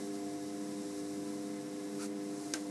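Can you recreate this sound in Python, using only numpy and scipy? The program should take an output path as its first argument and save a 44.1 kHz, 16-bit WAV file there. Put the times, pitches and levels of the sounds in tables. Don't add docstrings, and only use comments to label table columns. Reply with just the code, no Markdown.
import sys
import numpy as np
from scipy import signal
from scipy.fft import rfft, irfft
from scipy.io import wavfile
from scipy.ndimage import uniform_filter1d

SR = 44100
rng = np.random.default_rng(int(sys.argv[2]) if len(sys.argv) > 2 else 0)


def int16_out(signal):
    q = np.round(np.clip(np.atleast_2d(signal).T, -1, 1) * 32767)
    wavfile.write(sys.argv[1], SR, q.astype(np.int16))


N = 119070
T = np.arange(N) / SR


def gain(db):
    return 10 ** (np.asarray(db) / 20)


def normalize(x):
    return x / np.sqrt(np.mean(x ** 2))


def noise(shape):
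    hz, db = np.array(shape).T
    freqs = np.maximum(np.arange(N // 2 + 1) * SR / N, 1)
    curve = gain(np.interp(np.log(freqs), np.log(hz), db))
    return normalize(irfft(rfft(rng.standard_normal(N)) * curve, N))


def resonance(hz, width):
    freqs = np.arange(N // 2 + 1) * SR / N
    return normalize(irfft(rfft(rng.standard_normal(N)) / (1 + ((freqs - hz) / width) ** 2), N))


def wander(rate):
    hold = max(int(SR / rate), 1)
    steps = np.repeat(rng.standard_normal(N // hold + 2), hold)
    smooth = uniform_filter1d(uniform_filter1d(steps, hold), hold)[:N]
    return normalize(smooth - smooth.mean())


def lowpass(x, hz):
    return signal.sosfilt(signal.ellip(10, .2, 70, hz, fs=SR, output="sos"), x)


def tone(hz, waver, lead_cycles):
    phase = 2 * np.pi * (hz * T + lead_cycles)
    strength = 1 + waver * wander(rate=5.05)
    slip = waver * wander(rate=5.05)
    return np.sqrt(2) * (strength * np.sin(phase) + slip * np.cos(phase))


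# multiple of the lowest pitch, base level in dB, waver (0 is steady).
HUM_TONES = [(1, -71, 0.36), (2, -63.5, 0.28), (3, -43, 0.1), (4, -50.5, 0.16), (5, -51.5, 0.032),
             (6, -69, 0.22), (7, -60, 0.061), (8, -81, 0.35), (10, -74.5, 0.71), (11, -75.5, 0.45),
             (17, -79.5, 0.37), (18, -87, 0.33)]
# time in seconds, then dB added to multiples 4, 5 and 7.
HUM_DRIFT = [(0, 1.5, -2.5, 2), (.25, 1, -1.5, 7), (.8, -0.5, -1, 0.5), (1.5, 3, 0, 1.5),
             (2.25, 0.5, 0, -0.5), (2.38, 2.5, -2, 1), (2.46, -1, -11.5, 5.5), (2.56, -3, 0, 1.5),
             (2.63, -10, -2.5, 3), (2.7, -4.5, 2, 4)]

def mains_hum(lowest_hz=100.06, stagger_cycles=1 / 6):
    times, *curves = np.array(HUM_DRIFT).T
    drift_db = {k: np.interp(T, times, curve) for k, curve in zip((4, 5, 7), curves)}
    start_cycles = rng.random()
    hum = 0
    for multiple, db, waver in HUM_TONES:
        lead = multiple * start_cycles + multiple % 2 * stagger_cycles
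        hum += gain(db + drift_db.get(multiple, 0)) * tone(multiple * lowest_hz, waver, lead)
    return hum


# pitch in Hz, level in dB, waver (0 is steady).
MOTOR_TONES = [(209, -56.5, 0.32), (210.4, -58, 0.44), (244.6, -62, 0.38)]

def motor():
    return sum(gain(db) * tone(hz, waver, rng.random()) for hz, db, waver in MOTOR_TONES)


# pitch in Hz, width in Hz, level in dB.
FAN_RESONANCES = [(147.4, 3.9, -66), (197.6, 8.3, -60.5), (1043, 50, -70.5), (1300, 32, -73),
                  (1694, 12, -74.5), (2057, 18, -70.5)]
# pitch in Hz, relative level in dB.
RUMBLE_SHAPE = [(25, -34), (60, -29.5), (85, -25.5), (115, -20), (145, -5.5), (168, -10.5), (200, 0.5),
                (235, -8.5), (275, -3.5), (320, -1), (360, -15), (420, -6.5), (480, -15), (570, -17),
                (650, -14.5), (720, -12.5), (790, -20), (860, -16), (930, -21), (1050, -19), (1200, -23.5),
                (1700, -22), (2500, -26), (3200, -29), (6000, -34.5)]

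def fan(rumble_db=-49.5):
    tones = sum(gain(db) * resonance(hz, width) for hz, width, db in FAN_RESONANCES)
    return tones + gain(rumble_db) * noise(RUMBLE_SHAPE)


# pitch in Hz, relative level in dB.
HISS_SHAPE = [(1000, -49), (3200, -13.5), (3800, 0), (4400, -3), (5500, 2.5), (6400, 0), (7000, -1),
              (8000, 2), (9000, -3), (10200, -2.5), (11000, -6.5), (12000, -9)]
# time in seconds, level in dB.
HISS_LOUDNESS = [(0, -54.5), (.06, -54), (.11, -57), (.2, -55), (1.0, -54.5), (1.35, -54.7), (1.65, -57),
                 (1.72, -56.5), (1.8, -55.5), (1.87, -56), (1.95, -54), (2.12, -60.5), (2.25, -56),
                 (2.7, -59.5)]

def airy_hiss():
    level_db = np.interp(T, *np.array(HISS_LOUDNESS).T)
    flutter_db = .45 * wander(rate=16)
    return gain(level_db + flutter_db) * noise(HISS_SHAPE)


def swell(start, rise, fall):
    return np.sin(np.pi / 2 * np.interp(T, [start, start + rise, start + rise + fall], [0, 1, 0])) ** 2


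# start, rise and fall in seconds, level in dB.
HAND_STROKES = [(.115, .03, 0.052, -55), (.95, 0.036, 0.041, -57), (1.23, 0.046, .05, -61),
                (1.95, 0.09, 0.053, -46.5), (2.24, 0.2, 0.49, -53)]
# pitch in Hz, relative level in dB.
RUB_SHAPE = [(200, -20), (800, 1), (2000, -9.5), (3200, -16), (4000, -3.5), (6400, 0.5), (8200, -1),
             (10000, -3.5), (12000, -11.5)]

def paper_rub(grain_db=1.5):
    rub = normalize(noise(RUB_SHAPE) * gain(grain_db * wander(rate=900)))
    effort = sum(gain(db) * swell(start, rise, fall) for start, rise, fall, db in HAND_STROKES)
    return effort * rub


# pitch in Hz, width in Hz, relative level in dB.
FOLD_RESONANCES = [(1345, 120, -1.5), (2460, 440, -7.5)]

def paper_fold(level_db=-50.7):
    fold = normalize(sum(gain(db) * resonance(hz, width) for hz, width, db in FOLD_RESONANCES))
    return gain(level_db) * swell(start=1.972, rise=.047, fall=.058) * fold


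def fade(age, fade_s):
    return (age > 0) * np.exp(-np.log(1000) * age / fade_s)


def onset(age, rise_s):
    return 1 - np.exp(-age / rise_s)


def ring(notes, age):
    return sum(gain(db) * fade(age, fade_s) * np.sin(2 * np.pi * hz * age) for hz, db, fade_s in notes)


# start in seconds, relative level in dB.
BAR_HITS = [(2.5372, 0), (2.5388, -8), (2.5492, -22)]
# pitch in Hz, base level in dB, fade time in seconds.
BAR_NOTES = [(4520, -31, .014), (4950, -29, .012), (6005, -30, .021), (6420, -28.5, .021),
             (7070, -41, .022), (7600, -40, .022), (7920, -37, .018), (8870, -34, .022), (10600, -45, .012)]
# pitch in Hz, relative level in dB.
CRACK_SHAPE = [(300, -8.5), (3600, -11), (5000, -1.5), (9000, 0), (12000, -11), (13000, -19)]

def bar_click(crack_db=-22.5):
    crack = gain(crack_db) * noise(CRACK_SHAPE)
    click = 0
    for start, db in BAR_HITS:
        age = np.maximum(T - start, 0)
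        hit = ring(BAR_NOTES, age) + crack * fade(age, fade_s=.0086)
        click += gain(db) * hit * onset(age, rise_s=.00012)
    return click


# pitch in Hz, level in dB, fade time in seconds.
TABLE_NOTES = [(314, -26, 0.05), (410, -37, 0.035), (520, -38, .03), (1077, -43, .054), (1314, -46, 0.07),
               (1556, -35.5, 0.08), (1970, -46, .06), (2229, -38.5, 0.05), (3063, -45, 0.045),
               (3900, -47, 0.03)]

def table_thump(age):
    return ring(TABLE_NOTES, age) * onset(age, rise_s=.0021)


# pitch in Hz, relative level in dB.
ECHO_SHAPE = [(300, -6), (700, 7.5), (1600, 5.5), (2500, 3), (3600, -1.5), (6000, 3.5), (9000, 0),
              (12000, -12.5)]
NOISE_TOP_HZ = 11950

def room_echo(age, level_db=-39):
    wash = lowpass(noise(ECHO_SHAPE), NOISE_TOP_HZ)
    return gain(level_db) * wash * fade(age, fade_s=.2) * onset(age, rise_s=.003)


def scene():
    hum = mains_hum() + motor()
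    air_and_paper = lowpass(fan() + airy_hiss() + paper_rub() + paper_fold(), NOISE_TOP_HZ)
    since_hit = np.maximum(T - BAR_HITS[0][0], 0)
    landing = bar_click() + table_thump(since_hit) + room_echo(since_hit)
    bass_cut = signal.butter(2, 220, "highpass", fs=SR, output="sos")
    return np.tile(hum + air_and_paper + signal.sosfilt(bass_cut, landing), (2, 1))


def record(dry):
    return lowpass(dry, hz=12750)


dry = scene()
out = record(dry)
int16_out(out)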